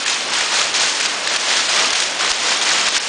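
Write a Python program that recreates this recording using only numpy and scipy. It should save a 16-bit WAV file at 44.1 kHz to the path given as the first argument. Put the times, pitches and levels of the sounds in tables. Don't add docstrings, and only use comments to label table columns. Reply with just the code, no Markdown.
import sys
import numpy as np
from scipy import signal
from scipy.io import wavfile
from scipy.ndimage import uniform_filter1d, minimum_filter1d

SR = 44100
rng = np.random.default_rng(int(sys.argv[2]) if len(sys.argv) > 2 else 0)


def amplitude_ratio(level_db):
    exponent = np.asarray(level_db, float) / 20
    return 10 ** exponent


def persist_wave(psi):
    counts = np.round(np.clip(psi, -1, 1) * 32767).astype(np.int16)
    wavfile.write(sys.argv[1], SR, np.atleast_2d(counts).T)


N = 135828
TOP_HZ = 10300

# pitch_hz, density_db_per_hz
ROAR_SPECTRUM = [(25, -48), (90, -20), (250, -6), (630, -0.5), (2500, -0.5), (5500, -5), (8000, -13),
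                 (10500, -19)]
# start_s, peak_db
FRAME_PUSHES = [(0.339, -49), (0.409, -41.5), (0.609, -46.5), (0.809, -44), (0.999, -48), (1.059, -48),
                (1.269, -50), (1.359, -45.5), (1.569, -49), (1.759, -47.5), (1.929, -44.5), (1.999, -51),
                (2.309, -36.5), (2.519, -49), (2.879, -44.5), (2.97, -45)]
# start_s, peak_db, ring_hz
KNOCKS = [(0.0607, -4.5, 1710), (0.079, -5, 2550), (0.0975, -4.5, 4020), (0.3348, -5, 1720),
          (0.4075, -3.5, 1870), (0.5871, -5.5, 3540), (0.6142, -4.5, 1310), (0.7403, -5.5, 4160),
          (0.8075, -4, 2830), (1.0006, -2, 4270), (1.0086, -3.5, 2430), (1.051, -6, 3010),
          (1.0582, -3, 4620), (1.273, -3.5, 1780), (1.3605, -2, 4330), (1.5694, -4, 1650),
          (1.6916, -7, 4180), (1.7614, -4.5, 4170), (1.9045, -3, 3280), (1.932, -5, 4500),
          (1.954, -4, 4000), (2.0011, -1, 5100), (2.0209, -3.5, 3740), (2.2079, -5, 1460),
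          (2.2463, -5, 1185), (2.314, -2.5, 4560), (2.5214, -4.5, 3470), (2.6133, -6.5, 3230),
          (2.8841, -1.5, 3820), (2.965, -1.5, 1520)]
# start_s, rise_s, hold_s, level_db, brightness_db_per_octave
SURGES = [(0.057, 0.017, 0.048, -18, 0.3), (0.279, 0.062, 0.089, -16, -1.2),
          (0.486, 0.05, 0.078, -14.5, -0.9), (0.743, 0.0053, 0.013, -14, -0.5),
          (0.784, 0.035, 0.02, -13.5, -0.9), (0.942, 0.017, 0.089, -26.5, 2.3),
          (1.026, 0.0028, 0.022, -19.5, -0.5), (1.223, 0.064, .07, -16.5, -1.5),
          (1.424, 0.096, 0.082, -14.5, -0.9), (1.682, 0.0054, 0.049, -16.5, -0.4),
          (1.72, 0.047, 0.078, -13, -2.15), (1.926, 0.0031, 0.039, -14.5, -1.4),
          (1.947, 0.005, 0.01, -18, 0.2), (2.187, .01, 0.16, -16.5, -2.14),
          (2.342, 0.14, 0.045, -14.5, -1.64), (2.609, 0.0055, 0.016, -16.5, -0.8),
          (2.644, 0.032, 0.13, -13.5, -1.86), (2.85, 0.013, 0.013, -15.5, -0.8),
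          (2.942, 0.0027, 0.0073, -14.5, 0), (-.05, .01, .07, -25.5, 0.8), (0.86, 0.0091, 0.014, -23.5, -1),
          (1.022, 0.0023, 0.01, -23, -0.5), (1.381, 0.018, 0.011, -20.5, 0),
          (2.284, 0.014, 0.0096, -20, 1.5)]
# pitch_hz, density_db_per_hz
CLATTER_SPECTRUM = [(150, -27), (650, -9), (1300, -5), (3500, -2), (6000, -2.5), (7800, -8), (8800, -17),
                    (10500, -32)]
# start_s, depth_db
GAIN_DUCKS = [
    (0.411, 2),
    (1.069, 1.5),
    (1.277, 3),
    (1.371, 4),
    (1.934, 4.5),
    (2.318, 6),
    (2.888, 3),
    (2.982, 6),
]


def rms_one(x):
    return x / np.sqrt(np.mean(x ** 2) + 1e-20)


def at_hz(spectrum, hz):
    points_hz, points_db = np.array(spectrum).T
    return np.interp(np.log(hz), np.log(points_hz), points_db)


def drift(rate_hz):
    pole = np.exp(-80 * np.pi * rate_hz / SR)
    white = rng.standard_normal(N // 40 + 2002)
    slow = signal.lfilter([1], [1, -2 * pole, pole * pole], white)[2000:]
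    return np.interp(np.arange(N) / 40, np.arange(len(slow)), rms_one(slow))


def third_octave(x, hz):
    edges_hz = [hz * 2 ** (-1 / 6), hz * 2 ** (1 / 6)]
    return signal.sosfilt(signal.butter(2, edges_hz, "band", fs=SR, output="sos"), x)


def roar():
    level_db, flicker_db, settle = -23, 0.46, 8000
    together = drift(5)
    white = rng.standard_normal((2, N + settle))
    out = 0
    for k, hz in enumerate(25 * 2 ** np.arange(0, 9.1, 1 / 3)):
        flicker = 0.63 * together + drift(10)
        gain = amplitude_ratio(at_hz(ROAR_SPECTRUM, hz) + flicker_db * flicker)
        out = out + gain * third_octave(white[k % 2], hz)[-N:]
    return amplitude_ratio(level_db) * rms_one(out)


def shed(x):
    t60_s, wall_cut_hz = 0.98, 2600
    dull = np.exp(-2 * np.pi * wall_cut_hz / SR)
    lags = (np.geomspace(0.019, 0.053, 8) * SR).astype(int)
    out = np.zeros(N)
    for k, lag in enumerate(lags):
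        loop, state = x.copy(), [0.0]
        gain = amplitude_ratio(-60 * lag / SR / t60_s)
        for i in range(lag, N, lag):
            back, state = signal.lfilter([gain * (1 - dull)], [1, -dull], loop[i - lag:i], zi=state)
            loop[i:i + lag] += back[:N - i]
        out += (loop - x) * (-1) ** k
    return out


def frame_pushes():
    level_db, peak_time_s = 4, 0.0033
    start_s, peak_db = np.array(FRAME_PUSHES).T[:, :, None]
    t = np.maximum(np.arange(N) / SR - start_s, 0) / peak_time_s
    return np.sum(amplitude_ratio(peak_db + level_db) * t * np.exp(1 - t), axis=0)


def knocks():
    level_db, onset_s = -2.5, 0.001
    crack_db, crack_t60_s, crack_band_hz = -4.5, 0.029, [1190, 6470]
    ring_db, ring_t60_s, ring_dull_db_per_octave = -2.5, 0.02, 2
    t = np.arange(SR // 8) / SR
    noise = rng.standard_normal((len(KNOCKS), len(t)))
    colour = signal.butter(2, crack_band_hz, "band", fs=SR, output="sos")
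    onset = np.minimum(t / onset_s, 1)
    out = np.zeros(N + SR)
    for (start_s, peak_db, hz), hiss in zip(KNOCKS, noise):
        crack = amplitude_ratio(crack_db - 60 * t / crack_t60_s) * rms_one(signal.sosfilt(colour, hiss))
        tone_db = ring_db - ring_dull_db_per_octave * np.log2(hz / 1500)
        tone = amplitude_ratio(tone_db - 60 * t / ring_t60_s) * np.sin(2 * np.pi * hz * t)
        first = int(start_s * SR)
        out[first:first + len(t)] += amplitude_ratio(peak_db + level_db) * (crack + tone) * onset
    return out[:N]


def surge_strength(hz):
    release_db_per_s, release_tilt_db_per_s_octave = 102.5, -14
    t = np.arange(0, N + 32, 32) / SR
    octaves = np.log2(hz / 2000)
    fall_db_per_s = max(release_db_per_s + release_tilt_db_per_s_octave * octaves, 10)
    power = 0
    for start_s, rise_s, hold_s, level_db, tilt_db in SURGES:
        up = np.clip((t - start_s) / max(rise_s, 1e-3), 0, 1)
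        released_s = np.maximum(t - start_s - rise_s - hold_s, 0)
        power = power + (up * amplitude_ratio(level_db + tilt_db * octaves - fall_db_per_s * released_s)) ** 2
    return np.interp(np.arange(N) / SR, t, np.sqrt(power))


def ring(clicks, hz, t60_s):
    radius, angle = amplitude_ratio(-60 / (t60_s * SR)), 2 * np.pi * hz / SR
    feedback = [1, -2 * radius * np.cos(angle), radius * radius]
    return signal.lfilter([0, np.sin(angle)], feedback, clicks + 1e-18)


def clatter():
    contacts_per_s, clump_db, size_spread_db = 5000, -1.5, 3
    ring_cycles, blur_share = 8.7, 0.58
    pitches_hz = 160 * 2 ** np.arange(0, 6.4, 1 / 3)
    size_db = size_spread_db * np.minimum(rng.exponential(1, N), 5)
    sizes = amplitude_ratio(size_db) * rng.choice([-1, 1], N)
    born = rng.random(N) < contacts_per_s * amplitude_ratio(clump_db * drift(40)) / SR
    place = rng.random(N) ** 0.5 * len(pitches_hz)
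    white = rng.standard_normal((2, N))
    weights = amplitude_ratio(at_hz(CLATTER_SPECTRUM, pitches_hz)) * np.sqrt(pitches_hz)
    weights = weights / np.sqrt(np.sum(weights ** 2))
    out = 0
    for k, (hz, weight) in enumerate(zip(pitches_hz, weights)):
        clicks = sizes * born * (abs(place - k - 0.5) < 1.5)
        hits = rms_one(third_octave(ring(clicks, hz, ring_cycles / hz), hz))
        blur = rms_one(third_octave(white[k % 2], hz))
        mixed = np.sqrt(1 - blur_share) * hits + np.sqrt(blur_share) * blur
        out = out + weight * surge_strength(hz) * mixed
    return out


def scene():
    shed_db = -14
    blows = knocks()
    mix = clatter() + blows + amplitude_ratio(shed_db) * shed(blows) + frame_pushes() + roar()
    return np.tile(mix, (2, 1))


def gain_control():
    attack_s, recover_db_per_s = 0.0022, 52.5
    t = np.arange(N) / SR
    duck_db = 0
    for start_s, depth_db in GAIN_DUCKS:
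        attack = np.clip((t - start_s) / attack_s, 0, 1)
        left_db = np.maximum(depth_db - recover_db_per_s * np.maximum(t - start_s, 0), 0)
        duck_db = duck_db + attack * left_db
    return amplitude_ratio(-duck_db)


def treble_dropouts(x):
    lowest_hz, band_hz = 4700, 620
    under_db, chance_db, shared_chance, rise_db_per_khz = -9, 3, 0.62, 0.63
    weak_line_db, floor_db = -7.5, -32
    hz, _, z = signal.stft(x, SR, "cosine", nperseg=256, noverlap=128)
    shared = rng.standard_normal(z.shape[1])
    for low_hz in np.arange(lowest_hz, TOP_HZ, band_hz):
        rows = (hz >= low_hz) & (hz < low_hz + band_hz)
        power = np.abs(z[rows]) ** 2
        level_db = 10 * np.log10(uniform_filter1d(power.mean(axis=0), size=3) + 1e-20)
        loudest_db = -minimum_filter1d(-level_db, size=13)
        own = uniform_filter1d(rng.standard_normal(len(level_db)), size=5)
        shift_db = chance_db * rms_one(shared_chance * shared + own)
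        shift_db += rise_db_per_khz * (low_hz - lowest_hz) / 1000
        kept = 1 / (1 + amplitude_ratio(40 * (loudest_db + under_db + shift_db - level_db)))
        strong = power > power.mean(axis=0) * amplitude_ratio(2 * weak_line_db)
        z[rows] *= np.maximum(kept * strong, amplitude_ratio(floor_db))
    return signal.istft(z, SR, "cosine", nperseg=256, noverlap=128)[1][:N]


def roll_off(x):
    return signal.sosfilt(signal.butter(12, 10080, fs=SR, output="sos"), x)


def record(dry):
    limit = 0.72
    x = limit * np.tanh(gain_control() * dry[0] / limit)
    x = treble_dropouts(x)
    x = signal.sosfilt(signal.butter(1, 15, "high", fs=SR, output="sos"), x)
    x = signal.sosfilt(signal.ellip(10, 0.5, 75, TOP_HZ - 250, fs=SR, output="sos"), x)
    return roll_off(np.tile(x, (2, 1)))


dry = scene()
out = record(dry)
persist_wave(out)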